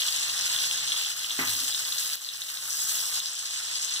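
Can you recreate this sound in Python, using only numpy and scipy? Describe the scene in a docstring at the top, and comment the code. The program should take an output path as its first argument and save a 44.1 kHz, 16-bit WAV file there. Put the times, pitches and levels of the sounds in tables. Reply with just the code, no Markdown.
"""Butter and caramel froth in a hot pan: countless bursting bubbles make a purr, pops, fizz and hiss.
A spatula stirs them, knocks the pan once and skids; the stove rumbles softly in a small kitchen.
Sharp spits of fat make the limiter duck and recover.
Two microphones a hand's length apart pick it up, each channel minus the delayed other."""
import sys
import numpy as np
from scipy import signal
from scipy.fft import rfft, irfft, next_fast_len
from scipy.io import wavfile
from scipy.ndimage import uniform_filter1d

SR = 44100
rng = np.random.default_rng(int(sys.argv[2]) if len(sys.argv) > 2 else 0)


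def unload_audio(sound):
    """Save the sound as a 16-bit wav file, at the path given as the first command line argument."""
    columns = np.transpose(np.atleast_2d(sound))
    # keep every value between -1 and 1, then stretch to whole-number steps
    steps = np.round(np.clip(columns, -1, 1) * 32767)
    wavfile.write(sys.argv[1], SR, steps.astype(np.int16))


N = 176400
TIME_S = np.arange(N) / SR
LN_1000 = np.log(1000)   # 60 dB of decay
NEAR_MIC_ONLY = np.array([[1], [0]])


def from_db(db):
    """Decibels to gain."""
    return 10 ** (np.asarray(db) / 20)


def unit_rms(x):
    """Scale to rms 1."""
    return x / np.sqrt(np.mean(x ** 2) + 1e-20)


def at_hz(rows, hz):
    """Read a table on a log-frequency axis."""
    row_hz, values = np.transpose(rows)
    return np.interp(np.log(hz), np.log(row_hz), values)


def in_time(rows):
    """Read each column of a timed table at every sample."""
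    times_s, *columns = np.transpose(rows)
    return [np.interp(TIME_S, times_s, column) for column in columns]


def butter(x, order, hz, kind):
    """Butterworth filter."""
    return signal.sosfilt(signal.butter(order, hz, kind, fs=SR, output="sos"), x)


def filtered(x, gain):
    """Apply a gain given as a function of frequency."""
    size = next_fast_len(N + 4096)
    hz = np.maximum(np.fft.rfftfreq(size, 1 / SR), 1)
    return irfft(rfft(x, size) * gain(hz), size)[..., :N]


def drift(rate_hz):
    """Random flutter around a rate; rms 1."""
    noise = rng.standard_normal(N)
    return unit_rms(filtered(noise, lambda hz: (hz / rate_hz) ** 2 / (1 + (hz / rate_hz) ** 4)))


def clicks(rows):
    """One click per row of start in seconds, level in dB."""
    out = np.zeros(N)
    for start_s, db in rows:
        out[int(start_s * SR)] += from_db(db)
    return out


def ring(x, hz, t60_s, zeros=None):
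    """Resonator; with default zeros a unit click starts a decaying sine of height 1."""
    r, w = np.exp(-LN_1000 / (t60_s * SR)), 2 * np.pi * hz / SR
    return signal.lfilter(zeros or [0, np.sin(w)], [1, -2 * r * np.cos(w), r * r], x + 1e-18)


def grains(spectrum, per_s, spread_db, t60_cycles, pitch_count=22):
    """Random ringing bursts of uneven size, each with its own lag to the far microphone; rms 1."""
    starts = np.flatnonzero(rng.random(N) < per_s / SR)
    sizes = from_db(spread_db * np.minimum(rng.exponential(1, N), 4.3)) * rng.choice([-1, 1], N)
    lag_s = rng.normal(0.00006, 0.00017, N)
    lags = np.round(lag_s * SR).astype(int)
    pitch_index = rng.integers(0, pitch_count, N)[starts]
    pitches_hz = np.geomspace(spectrum[0][0], spectrum[-1][0], pitch_count)
    out = 0
    for k, hz in enumerate(pitches_hz):
        at = starts[pitch_index == k]
        kicks = np.array([np.bincount((at + lag) % N, sizes[at], N) for lag in (0, lags[at])])
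        bursts = ring(kicks, hz, t60_cycles / hz, zeros=[1, 0, -1])
        out = out + unit_rms(bursts) * from_db(at_hz(spectrum, hz)) * np.sqrt(hz)
    band_hz = [pitches_hz[0] * 0.7, min(pitches_hz[-1] * 1.4, SR * 0.42)]
    return unit_rms(butter(out, 2, band_hz, "band"))


# Swell with the stirring. Each row: time in seconds, rumble offset in dB, froth offset in dB.
STIR_SWELL = [(0, -1, -1.5), (.45, 1, 1), (.8, 3, -0.5), (1.15, -2, -0.5), (1.8, -1, 0.5), (2.2, -2, -1.5),
              (2.7, -2, 2), (3.05, 0.5, 1), (3.5, -5, -1), (4, -1.5, -1.5)]
# Stove rumble. Each row: frequency in Hz, relative density in dB.
RUMBLE_SPECTRUM = [(25, -6), (60, -10), (90, -0.5), (125, 5.5), (180, -4), (260, -7.5), (450, -10.5)]


def stove(level_db=-57.5):
    """Low rumble of pan and stove, swelling with the stirring, nearly alike at both microphones."""
    stir_db, _ = in_time(STIR_SWELL)
    noise = rng.standard_normal(N) + 0.46 * rng.standard_normal((2, N))
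    rumble = filtered(noise, lambda hz: from_db(at_hz(RUMBLE_SPECTRUM, hz)) / (1 + (hz / 700) ** 4))
    return from_db(level_db + stir_db) * unit_rms(rumble)


def kitchen(x, level_db=-4.5, t60_s=0.18, spot_count=5):
    """Short diffuse tail per microphone and spot of the pan; the liveliest spot wanders."""
    t = np.arange(SR // 2) / SR
    tails = rng.standard_normal((spot_count, 2, len(t))) * np.exp(-LN_1000 * t / t60_s) * (t > 0.003)
    tails /= np.sqrt(np.sum(tails ** 2, axis=2, keepdims=True))
    shares = np.array([drift(rate_hz=5) for _ in tails])
    shares /= np.sqrt(np.sum(shares ** 2, axis=0))
    reverb = sum(signal.fftconvolve(x * share, tail, axes=1)[:, :N] for share, tail in zip(shares, tails))
    return from_db(level_db) * butter(reverb, 2, 350, "high")


# Spatula contacts in one knock, then the pan rocking. Each row: start in seconds, drive in dB.
SPATULA_BLOWS = [(1.3895, -1), (1.397, -4.5), (1.415, -4.5), (1.433, -13.5)]
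PAN_ROCKS = [(1.437, 3.5), (1.475, 1)]
# Pan resonances. Each row: frequency in Hz, gain in dB, T60 in seconds.
PAN_MODES = [(106, -42.5, 0.53), (171.6, -42, 0.24), (262.3, -34.5, 0.28), (298, -38, 0.12),
             (333, -38, 0.13), (890, -51.5, 0.23), (1040, -56, 0.55), (1164, -49, 0.3), (1226, -47.5, 0.42),
             (1333, -47, 0.15), (1530, -52, 0.4), (1730, -47, 0.23), (1870, -49, 0.14), (1990, -39.5, 0.16)]
# Spatula skid. Each row: frequency in Hz, relative density in dB.
SKID_SPECTRUM = [(170, 5), (280, 5), (450, -12), (700, -11), (1200, -4), (1800, 9), (2400, 5)]


def pan(drag_at_s=1.6, drag_width_s=0.046, skid_t60_s=0.38):
    """The spatula rings and rocks the pan, skids, then drags; bubbles keep the upper modes buzzing."""
    rocking = butter(clicks(PAN_ROCKS) + 1e-18, 4, 135, "low")
    buzz = from_db(-61) * butter(rng.standard_normal(N), 2, 700, "high")
    friction = butter(rng.standard_normal(N), 2, [232, 335], "band")
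    drag = from_db(-39.5) * np.exp(-((TIME_S - drag_at_s) / drag_width_s) ** 2) * friction
    drive = clicks(SPATULA_BLOWS) + rocking + drag + buzz
    body = 0
    for k, (hz, db, t60_s) in enumerate(PAN_MODES):
        mic_gains = 1 + 0.045 * (-1) ** k * np.array([[1], [-1]])
        body = body + from_db(db) * ring(drive, hz, t60_s) * mic_gains
    age_s = TIME_S - SPATULA_BLOWS[0][0]
    fade = (age_s > 0) * np.exp(-LN_1000 * np.abs(age_s) / skid_t60_s)
    skid = from_db(-29.5) * fade * grains(SKID_SPECTRUM, per_s=5000, spread_db=2.5, t60_cycles=11)
    return butter(body + skid, 4, 90, "high")


# Spits of fat. Each row: start in seconds, level in dB.
FAT_SPITS = [(.9965, 2), (2.1557, 5.5), (3.1975, 2.5)]


def spits():
    """Droplets explode with a crack and a very short ring at the upper edge of hearing."""
    bursts = clicks(FAT_SPITS)
    crack = from_db(-13) * butter(bursts, 1, 3000, "high")
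    return (ring(bursts, hz=19690, t60_s=0.00081) + crack) * NEAR_MIC_ONLY


# Single big bubbles. Each row: start in seconds, peak in dB, pitch in Hz.
BIG_BUBBLES = [(0.0188, -14, 3180), (0.398, -25, 4400), (0.4108, -11.5, 5600), (0.5629, -15, 3460),
               (0.588, -15.5, 3340), (0.652, -16, 4450), (0.7117, -17, 3120), (0.9201, -10.5, 3380),
               (0.9305, -23, 3250), (0.963, -20, 3330), (0.966, -17, 3550), (1.0129, -17.5, 3000),
               (1.048, -15, 3250), (1.0611, -18, 3530), (1.1155, -18, 3080), (1.245, -15.5, 3080),
               (1.3074, -15, 3520), (1.3142, -21, 4200), (1.4836, -14, 4060), (1.493, -15, 4340),
               (1.707, -16.5, 4730), (1.7246, -16, 3700), (1.7469, -12.5, 3900), (1.851, -17, 4440),
               (1.9235, -13.5, 3950), (1.9821, -13.5, 4320), (1.986, -12, 6000), (2.0066, -15, 8140),
               (2.134, -18, 4800), (2.2474, -13, 4410), (2.2888, -12, 3930), (2.4188, -14, 3800),
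               (2.489, -19, 3830), (2.5724, -16.5, 4030), (2.7054, -11.5, 5800), (2.729, -12.5, 6040),
               (2.7368, -12, 7700), (2.8695, -19, 5860), (2.8948, -11, 6260), (2.977, -17, 7400),
               (3.2017, -12, 3840), (3.2586, -13, 4960), (3.2711, -17, 4600), (3.2827, -22, 4590),
               (3.7562, -16, 4630), (3.8182, -15.5, 6900), (3.848, -13, 6600), (3.8958, -17, 4480),
               (3.939, -13.5, 6230), (3.9625, -16, 3720), (3.972, -17.5, 3820)]


def big_bubbles(decay_cycles=9.6):
    """Each burst is a tone that swells and dies within a few cycles, facing the near microphone."""
    out, t = np.zeros(N + SR), np.arange(SR // 50) / SR
    for start_s, peak_db, hz in BIG_BUBBLES:
        age = t * hz * LN_1000 / decay_cycles
        envelope = from_db(peak_db) * age * np.exp(1 - age)
        start = int(start_s * SR)
        out[start:start + len(t)] += envelope * np.sin(2 * np.pi * hz * t)
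    return out[:N] * NEAR_MIC_ONLY


# Boiling as the stirring exposes hot metal.
# Each row: time in seconds, then pops, fizz and hiss levels in dB before trim.
BOIL_LEVELS = [(0.0, -30.5, -31.5, -38), (0.3, -31.5, -32, -42.5), (0.6, -31, -30.4, -39),
               (0.85, -33, -34, -44.5), (1.04, -29.5, -30.5, -38.5), (1.15, -34.5, -34, -41),
               (1.36, -35, -36, -42.0), (1.5, -33, -32.5, -34), (1.75, -34.5, -32.5, -40),
               (1.87, -37.5, -34, -40), (2.0, -35, -33.5, -36.5), (2.25, -36.5, -37, -41),
               (2.66, -38, -35, -38.5), (2.74, -38.5, -29, -36.5), (2.92, -35, -31, -33),
               (3.15, -35.5, -32, -40), (3.35, -36.5, -33.5, -46), (3.65, -35.5, -34.5, -49),
               (4.0, -36, -33, -47)]
# Four bubble sizes, largest first. Each row: frequency in Hz, relative density in dB.
FROTH_SPECTRUM = [(500, -7.5), (750, -11), (1100, -3), (1500, 2), (2000, 5), (2400, -2)]
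POPS_SPECTRUM = [(2500, -11.5), (2900, -4.5), (3300, 0.5), (3550, -3.5), (3850, -1.5), (4400, 3.5)]
FIZZ_SPECTRUM = [(4400, -4), (5200, 1), (6000, -1), (7000, 1.5), (8000, -2), (9500, -7.5)]
HISS_SPECTRUM = [(9500, -5), (11000, 5), (13000, 11), (14200, -17), (15800, -13.5)]


def sizzle(flurry_db=3.5, flurry_decay_s=0.0033, flutter_db=1, far_mic_db=-1.5):
    """Four sizes of bubble burst with the boil; the smaller three are shaded at the far microphone."""
    froth = grains(FROTH_SPECTRUM, per_s=2000, spread_db=2.5, t60_cycles=11.2)
    pops = grains(POPS_SPECTRUM, per_s=1400, spread_db=2.5, t60_cycles=12.5, pitch_count=24)
    fizz = grains(FIZZ_SPECTRUM, per_s=4200, spread_db=3.5, t60_cycles=13.2)
    hiss = grains(HISS_SPECTRUM, per_s=7000, spread_db=3.5, t60_cycles=2.3)
    pops_db, fizz_db, hiss_db = in_time(BOIL_LEVELS)
    _, stir_db = in_time(STIR_SWELL)
    # A big bubble sets off its neighbours: the pops briefly get louder.
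    triggers = clicks([(start_s, 0) for start_s, _, _ in BIG_BUBBLES])
    flurry = signal.lfilter([1], [1, -np.exp(-1 / (flurry_decay_s * SR))], triggers)
    froth *= from_db(-48.5 + stir_db + 0.65 * (pops_db - pops_db.mean()))
    pops *= from_db(pops_db - 3 + flurry_db * flurry)
    fizz *= from_db(fizz_db - 1)
    hiss *= from_db(hiss_db + 0.5)
    flutter = from_db(flutter_db * drift(rate_hz=9.3))
    shading = from_db([[0], [far_mic_db]])
    return flutter * (froth + (pops + fizz + hiss) * shading)


def scene():
    """The pan in its kitchen, at the near and far microphones."""
    cooking = sizzle() + big_bubbles() + pan()
    return cooking + kitchen(cooking) + spits() + stove()


def limiter(x, limit_db=-6, attack_s=0.00068, release_db_per_s=7.5):
    """Peaks over the limit pull the gain down fast; it creeps back."""
    peak_db = 20 * np.log10(np.abs(x).max(axis=0) + 1e-9)
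    over_db = np.maximum(peak_db - limit_db, 0)
    ramp_db = release_db_per_s * TIME_S
    cut_db = np.maximum.accumulate(over_db + ramp_db) - ramp_db
    return x * from_db(-uniform_filter1d(cut_db, int(attack_s * SR)))


# Each channel minus the delayed other microphone. Each row: frequency in Hz, share of the other channel
# subtracted.
CROSSFEED_SHARES = [(100, 0.61), (1100, 0.78), (2100, .995), (2600, .995), (3500, 0.81), (4700, 0.61),
                    (8000, 0.52), (14000, 0.33)]


def record(dry, mic_delay_s=19 / SR, cutoff_hz=15520):
    """Limiter, then each channel minus the delayed other, then a steep low-pass."""
    limited = limiter(dry)
    other = filtered(limited[::-1],
                     lambda hz: at_hz(CROSSFEED_SHARES, hz) * np.exp(-2j * np.pi * hz * mic_delay_s))
    return filtered(limited - other, lambda hz: 1 / np.sqrt(1 + (hz / cutoff_hz) ** 400))


dry = scene()
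out = record(dry)
unload_audio(out)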